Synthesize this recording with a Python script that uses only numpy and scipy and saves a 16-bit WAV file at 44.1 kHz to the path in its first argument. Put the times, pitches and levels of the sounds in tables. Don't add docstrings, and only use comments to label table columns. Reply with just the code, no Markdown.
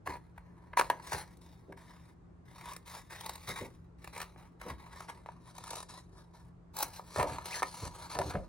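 import sys
import numpy as np
from scipy import signal
from scipy.fft import rfft, irfft, next_fast_len
from scipy.io import wavfile
from scipy.ndimage import uniform_filter1d

SR = 44100
rng = np.random.default_rng(int(sys.argv[2]) if len(sys.argv) > 2 else 0)


def store_wav(level_fs):
    pcm = np.round(np.clip(np.atleast_2d(level_fs), -1, 1) * 32767)
    wavfile.write(sys.argv[1], SR, pcm.T.astype(np.int16))


N = 373968
T = np.arange(N) / SR

# frequency in Hz, relative density in dB.
AIR_SPECTRUM = [(20, -39), (50, 0), (120, -11), (230, -17.5), (340, -15.5), (500, -24.5), (1100, -28),
                (3000, -49.5), (9000, -56.5), (16000, -93.5)]
# frequency in Hz, left-right coherence.
AIR_COHERENCE = [(60, 1.), (150, 0.63), (300, 0.38), (1000, 0.041), (15000, 0.11)]
# frequency in Hz, level in dB.
HUM_TONES = [(123.8, -66.5), (172.3, -62.5)]
# frequency in Hz, T60 in seconds.
ROOM_T60 = [(200, 0.4), (1000, 0.13), (12000, 0.1)]
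# frequency in Hz, lead of the left port in radians.
PORT_PHASE = [(0, 0.22), (1700, 1.05), (4000, 0.82), (8000, 2.32), (13000, -0.3), (16000, -1.2)]
# frequency in Hz, left over right in dB.
PORT_BALANCE = [(1600, 0.5), (5000, 3), (15000, -0.5)]
# frequency in Hz, width in Hz, level in dB.
SHEET_MODES = [(950, 150, 4), (1190, 72, -15.5), (1735, 110, -4)]
# frequency in Hz, relative density in dB.
SHEET_SPECTRUM = [(150, -48.5), (330, -15), (650, -8), (1250, -6.5), (2300, -20.5), (3600, -65.5)]
# frequency in Hz, width in Hz, level in dB.
EDGE_MODES = [(990, 190, 8.5), (1806, 930, 3.5)]
# time in seconds, edge ring in dB,
# edge pitch ratio, top treble gain in dB.
SHEET_HOLD = [(1.5, -1, 0.97, 0), (3.6, 2, 1.067, 1), (4.2, 1, 1.16, 0), (4.7, -0.5, 1.01, 0),
              (5.901, -13.5, 1.22, -13.5), (6.8, -18, 1.04, 6.5), (7.249, -7, 1.14, -5.5)]
# time in seconds, boom in dB, flap in dB, flap pitch in Hz.
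SHEET_FLEXES = [(.088, -44, -46.5, 373), (1.147, -41, -49.5, 386), (1.7, -58, -47.5, 362),
                (3.495, -43.5, -46, 410), (3.619, -46, -42, 369), (4.666, -59, -42, 380),
                (4.708, -41.5, -65, 362), (7.19, -34, -36, 572), (7.241, -43.5, -33.5, 540),
                (7.319, -41, -50, 410), (7.831, -38.5, -46, 346), (8.167, -39, -37.5, 574),
                (8.2, -41, -31, 636), (8.259, -38.5, -42.5, 398), (8.353, -31.5, -33, 565)]
# time in seconds, pitch in Hz, level in dB.
SQUEAK_PATH = [(7.504, 1840, -46), (7.534, 2580, -43.5), (7.55, 1680, -44), (7.605, 1800, -50)]
# frequency in Hz, relative density in dB.
FIBRE_SPECTRUM = [(900, -50), (2200, -2), (3100, -8), (4300, -1), (7500, -5.5), (9700, -1.5), (11700, -14),
                  (14000, -12.5)]
# frequency in Hz, width in Hz, level in dB.
BLADE_MODES = [(3830, 330, 5), (5480, 330, -1), (9300, 700, -10)]
# time in seconds, frequency ratio.
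HISS_PEAK_SHIFT = [(1.2, 1.1), (1.45, .97), (3.7, 1), (4.15, 1.07), (4.7, 1.02), (6.6, 1.02), (7.2, 1.11)]
# start in seconds, length in seconds,
# starting level in dB, swell over the stroke in dB, hiss over body in dB.
RUB_STROKES = [(0.062, 0.1, -52.5, -2, -6.5), (0.36, 0.88, -73, 2, -10.5), (0.777, 0.013, -40.5, 4, -2.5),
               (0.91, 0.086, -58.5, -2, -16), (1.026, 0.075, -63.5, 6.5, 4), (1.12, 0.094, -43, -9, 1),
               (1.417, 0.52, -68, -32, 3), (1.773, 0.33, -63.5, -7, -2.5), (2.457, 0.26, -73, 22, -1.5),
               (2.86, 0.12, -61.5, 7, 4), (3.104, 0.25, -56.5, 0, -0.5), (3.378, 0.14, -75, 17, 6.5),
               (3.474, 0.03, -54.5, 8, 1), (3.562, 0.099, -47.5, -12.5, -4.5),
               (3.988, .12, -74.5, 9.5, -0.5), (4.133, 0.084, -59.5, 12.5, -3), (4.378, 0.097, -60, -9, -7),
               (4.601, 0.11, -59.5, 12.5, -8), (4.784, 0.15, -61.5, -3.5, -7.5), (4.918, 0.13, -62, 8, -4),
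               (5.085, 0.0021, -46, 4, -9.5), (5.266, 0.12, -64, -5, -10),
               (5.412, 0.089, -72.5, 16.5, -1.5), (5.546, 0.26, -64.5, 13.5, 1),
               (5.891, 0.099, -52.5, -6.5, 0.5), (6.127, 0.07, -75, 17, -6),
               (6.339, 0.14, -59.5, -13.5, -7), (6.741, 0.081, -57, 19, -2),
               (6.936, 0.041, -56.5, -1.5, 2.5), (7.043, 0.12, -71, 23.5, 0.5),
               (7.161, 0.04, -46, 20.5, -15), (7.274, 0.18, -45, -14.5, -5),
               (7.446, 0.13, -54.5, 12.5, 1.5), (7.64, 0.19, -64.5, 13, 4), (7.822, 0.049, -52.5, 2, -3),
               (7.943, 0.12, -58, 10, -3.5), (8.102, 0.036, -50, 2.5, 1), (8.158, 0.14, -67.5, 17.5, 1.5),
               (8.303, 0.2, -44.5, -27, -17)]
# start in seconds, level in dB, hiss over body in dB.
FIBRE_TEARS = [(0.071, -29.5, -11.5), (0.154, -42, -22), (0.377, -43.5, -12), (0.731, -36.5, -29),
               (0.77, -21, -9.5), (0.793, -18.5, -6.5), (1.131, -29, -30), (1.145, -29, -20),
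               (1.369, -65.5, 10.5), (1.722, -42.5, -14.5), (2.609, -45, -5), (2.654, -50, 3),
               (2.673, -59, -3), (2.685, -50, 0), (2.702, -62, -2), (2.711, -55, 6), (2.732, -47, 5),
               (2.762, -42.5, 2.5), (3.207, -45, 6.5), (3.26, -39.5, 7), (3.292, -37.5, 5.5),
               (3.333, -58.5, 14), (3.354, -46.5, 7), (3.487, -39, 4), (4.042, -39.5, -5),
               (4.073, -43, -2.5), (4.162, -37, -8), (4.176, -42, 3), (4.2, -35, -4.5), (4.214, -35, 1),
               (4.226, -40, -5), (4.613, -40, -6.5), (4.662, -46, -17), (4.958, -46, -6), (5.003, -36, -7),
               (5.55, -48, -1), (5.58, -37, -2), (5.605, -47, -15), (5.637, -39.5, -0.5), (5.676, -38, -4),
               (5.69, -41, -10), (5.704, -37, 6), (5.71, -38.5, -3), (5.73, -34, -4), (5.737, -36, -9),
               (5.754, -38.5, 5.5), (5.765, -36.5, -3), (5.826, -39.5, 1), (6.765, -39, 6), (6.786, -36, 6),
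               (6.803, -36.5, 2), (6.825, -24.5, 2), (7.196, -20, -22), (7.226, -20.5, -10.5),
               (7.455, -31, -1.5), (7.627, -20, -11), (7.74, -38, -6), (8.151, -31.5, -21),
               (8.213, -27, -12)]
# start in seconds, level in dB,
# hiss over body in dB, contact time in milliseconds.
SNAP_BLOWS = [(0.067, -30, -25, 0.6), (0.812, -19, -18, 0.19), (0.901, -11, -24.5, 0.19),
              (1.122, -26, -26, 0.12), (4.361, -41, -46, 0.71), (5.261, -35.5, -28, 0.056),
              (5.288, -30.5, -47, 0.98), (5.804, -30.5, -12.5, 0.74), (6.832, -26, -7, 0.21),
              (6.995, -27.5, -37, 0.62), (7.161, -17.5, -26, 0.37), (7.184, -28.5, -10, 0.25),
              (7.385, -29.5, -23, 0.048), (7.622, -18, -30, 0.36), (8.169, -29, -27, 0.38),
              (8.189, -20.5, -16, 0.079), (8.354, -23.5, -49, 0.27)]


def gain_of(db):
    return 10 ** (np.asarray(db) / 20)


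def unit_rms(x):
    return x / np.sqrt(np.mean(x ** 2) + 1e-20)


def curve_at(points, hz):
    point_hz, value = np.transpose(points)
    return np.interp(np.log(hz + 1), np.log(point_hz + 1), value)


def wander(cutoff_hz):
    return unit_rms(signal.lfilter(*signal.butter(2, cutoff_hz, fs=SR), rng.standard_normal(N)))


def resonant_noise(hz, width_hz, size):
    carrier = np.exp(2j * np.pi * np.cumsum(hz * np.ones(size)) / SR)
    pole = np.exp(-np.pi * width_hz / SR)
    baseband = signal.lfilter([1], [1, -2 * pole, pole * pole], rng.standard_normal(size) / carrier)
    return unit_rms((carrier * baseband).real)


def impulse_response(modes, spectrum, size=4096):
    hz = abs(np.fft.fftfreq(size, 1 / SR))
    mode_power = sum(gain_of(db) ** 2 / (1 + (2 * (hz - mode_hz) / width_hz) ** 2) ** 2
                     for mode_hz, width_hz, db in modes)
    gain = np.sqrt(gain_of(curve_at(spectrum, hz)) ** 2 + mode_power)
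    log_gain = np.log(np.maximum(gain, 1e-5))
    taps = np.fft.ifft(np.exp(signal.hilbert(log_gain).conj())).real[:size // 2]
    return taps / np.linalg.norm(taps)


def ring(force, pitch_ratio, modes, spectrum):
    tunings = np.arange(.91, 1.2, .03)
    position = np.interp(pitch_ratio, tunings, np.arange(len(tunings)))
    out = np.zeros(N)
    for k, ratio in enumerate(tunings):
        share = np.maximum(1 - abs(position - k), 0)
        response = impulse_response(np.array(modes) * [ratio, ratio, 1], spectrum)
        out += signal.oaconvolve(force * share, response)[:N]
    return out


def air(level_db=-57.5, patch_db=1.6):
    frames, hz = N // 512 + 5, np.fft.rfftfreq(2048, 1 / SR)
    left_re, left_im, other_re, other_im, patches = rng.standard_normal((frames, len(hz), 5)).T
    patches = unit_rms(uniform_filter1d(uniform_filter1d(patches, 6, axis=0), 6, axis=1))
    coherence = curve_at(AIR_COHERENCE, hz)[:, None]
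    left = left_re + 1j * left_im
    right = coherence * left + np.sqrt(1 - coherence ** 2) * (other_re + 1j * other_im)
    bins = np.array([left, right]) * gain_of(curve_at(AIR_SPECTRUM, hz)[:, None] + patch_db * patches)
    return gain_of(level_db) * unit_rms(signal.istft(bins, nperseg=2048, noverlap=1536)[1][:, :N])


def hum(waver_db=2.1, drift_hz=1.63):
    out = np.zeros(N)
    for hz, db in HUM_TONES:
        amplitude = np.sqrt(2) * gain_of(db + waver_db * wander(15))
        out += amplitude * np.sin(2 * np.pi * np.cumsum(hz + drift_hz * wander(3.48)) / SR)
    return out * gain_of([[1.2], [-1.2]])


def room(x):
    size = SR // 2
    taps = np.zeros((2, size))
    slots = np.arange(220, size - 20, 20)
    arrivals = slots + rng.integers(0, 20, (2, len(slots)))
    np.put_along_axis(taps, arrivals, rng.choice([-1., 1.], arrivals.shape), 1)
    taps[1] = np.sqrt(.5) * (taps[0] + taps[1])
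    hz, t, bins = signal.stft(taps, SR, nperseg=256)
    decay = gain_of(-60 * t / curve_at(ROOM_T60, hz)[:, None])
    tail = signal.istft(bins * decay, SR, nperseg=256)[1]
    return signal.fftconvolve(x[None], tail / np.linalg.norm(tail[0]), axes=1)[:, :N]


def ports(x):
    size = next_fast_len(N + 4096)
    hz = np.fft.rfftfreq(size, 1 / SR)
    lead_rad = np.interp(hz, *np.transpose(PORT_PHASE))
    left = gain_of(curve_at(PORT_BALANCE, hz) / 2) * np.exp(.5j * lead_rad)
    return irfft(rfft(x, size) * np.array([left, 1 / left]), size)[:, :N]


def sheet_colour(x, depth_db=2):
    hz, _, bins = signal.stft(x, SR, nperseg=256, noverlap=192)
    patches = uniform_filter1d(rng.standard_normal((3, *bins.shape[1:])), 3, axis=1)
    patches = unit_rms(uniform_filter1d(uniform_filter1d(patches, 40, axis=2), 40, axis=2))
    spread_rad = .5 * np.minimum(hz / 3000, 1)[:, None]
    per_port = np.exp((1j + 0.086) * spread_rad * patches[1:])
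    bins = bins * gain_of(depth_db * patches[0]) * per_port
    return signal.istft(bins, nperseg=256, noverlap=192)[1][:, :N]


def flexing(rise_db_per_s=988, settle_db_per_s=338, boom_hz=81):
    size, lead = SR // 2, SR // 10
    out, t = np.zeros(N + size), (np.arange(size) - lead) / SR
    envelope = gain_of(rise_db_per_s * np.minimum(t, 0) - settle_db_per_s * np.maximum(t, 0))
    for time_s, boom_db, flap_db, flap_hz in SHEET_FLEXES:
        boom = gain_of(boom_db) * resonant_noise(boom_hz, width_hz=144, size=size)
        flap = gain_of(flap_db) * resonant_noise(flap_hz, width_hz=314, size=size)
        out[round(time_s * SR):][:size] += envelope * (boom + flap)
    return out[lead:lead + N]


def squeaking():
    time_s, hz, db = np.transpose(SQUEAK_PATH)
    whistle = resonant_noise(np.interp(T, time_s, hz), width_hz=245, size=N)
    return whistle * gain_of(np.interp(T, time_s, db)) * (T > time_s[0]) * (T < time_s[-1])


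def rubbing(grip_db_per_s=2502, release_db_per_s=450, linger_db=-12.5, linger_db_per_s=105,
            slips_per_s=90, slip_s=.0028, steady_drag=0.36):
    force = np.zeros((2, N))
    for start_s, length_s, db, swell_db, hiss_db in RUB_STROKES:
        span = slice(max(round((start_s - .1) * SR), 0), round((start_s + length_s + .4) * SR))
        t = T[span] - start_s
        after_s = np.maximum(t - length_s, 0)
        stroke_db = grip_db_per_s * np.minimum(t, 0) + swell_db * np.clip(t / length_s, 0, 1)
        fade_db = np.maximum(-release_db_per_s * after_s, linger_db - linger_db_per_s * after_s)
        force[:, span] += gain_of(db + stroke_db + fade_db) * gain_of([[0], [hiss_db]])
    slips = (rng.random(N) < slips_per_s / SR) * rng.random(N)
    pole = np.exp(-1 / (slip_s * SR))
    surges = signal.lfilter([1 - pole], [1, -2 * pole, pole * pole], slips)
    grit_db = 2.5 * np.minimum(rng.exponential(1, N), 5)
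    grit = unit_rms(gain_of(grit_db) * rng.standard_normal(N))
    return grit * force * unit_rms(steady_drag + surges)


def tearing(rise_s=0.0034, size=1000):
    out, age = np.zeros((2, N + size)), np.arange(size) / SR / rise_s
    envelope = age * np.exp(-age * age / 2)
    for start_s, db, hiss_db in FIBRE_TEARS:
        burst = gain_of(db) * envelope * rng.standard_normal(size)
        crisp = gain_of(hiss_db) * signal.lfilter([1, -.6], [1], burst)
        out[:, round(start_s * SR):][:, :size] += [burst, crisp]
    return out[:, :N]


def snapping(crack_s=0.00025, spray_s=0.0041, rebound_s=.011, rebound_db=-23, size=900):
    out, t = np.zeros((2, N + size)), np.arange(size) / SR
    sheet_peak = abs(impulse_response(SHEET_MODES, SHEET_SPECTRUM)).max()
    for start_s, db, hiss_db, contact_ms in SNAP_BLOWS:
        noise = rng.standard_normal(size)
        contact_s = 1e-3 * max(contact_ms, .05)
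        push = np.sin(np.pi * np.clip((t + .5 / SR) / contact_s, 0, 1))
        crack = np.exp(-t / crack_s) * np.diff(noise, prepend=0)
        spray = np.exp(-t / spray_s) * noise
        body = push / push.sum() / sheet_peak + gain_of(-10.5) * spray
        fibres = gain_of(hiss_db) * (spray + gain_of(11.5) * crack)
        blow = np.array([body, fibres])
        blow += gain_of(rebound_db) * np.roll(blow, round(rebound_s * SR), axis=1)
        out[:, round(start_s * SR):][:, :size] += gain_of(db) * blow
    return out[:, :N]


def cutting(top_hz=11500):
    body, fibres = rubbing() + tearing() + snapping()
    time_s, *columns = np.transpose(SHEET_HOLD)
    edge_db, edge_ratio, top_db = (np.interp(T, time_s, column) for column in columns)
    top = signal.sosfiltfilt(signal.butter(4, top_hz, "high", fs=SR, output="sos"), fibres)
    fibres = fibres + (gain_of(top_db) - 1) * top
    sheet_ratio = 1 + 0.043 * wander(6)
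    sheet = ring(body, sheet_ratio, SHEET_MODES, SHEET_SPECTRUM)
    edge = ring(body * gain_of(edge_db), edge_ratio, EDGE_MODES, np.array(SHEET_SPECTRUM) * [1.2, 1])
    hiss = ring(fibres, np.interp(T, *np.transpose(HISS_PEAK_SHIFT)), BLADE_MODES, FIBRE_SPECTRUM)
    return sheet + edge + hiss


def scene(room_db=-11.5):
    near = cutting() + squeaking()
    flex = flexing()
    return sheet_colour(ports(near)) + flex + gain_of(room_db) * room(near + flex) + air() + hum()


def record(dry, bass_cut_hz=38, band_limit_hz=16050):
    cut = signal.sosfilt(signal.butter(4, bass_cut_hz, "high", fs=SR, output="sos"), dry)
    lowpass = signal.firwin(511, band_limit_hz, window=("kaiser", 9), fs=SR)
    return signal.oaconvolve(cut, lowpass[None], "same")


dry = scene()
out = record(dry)
store_wav(out)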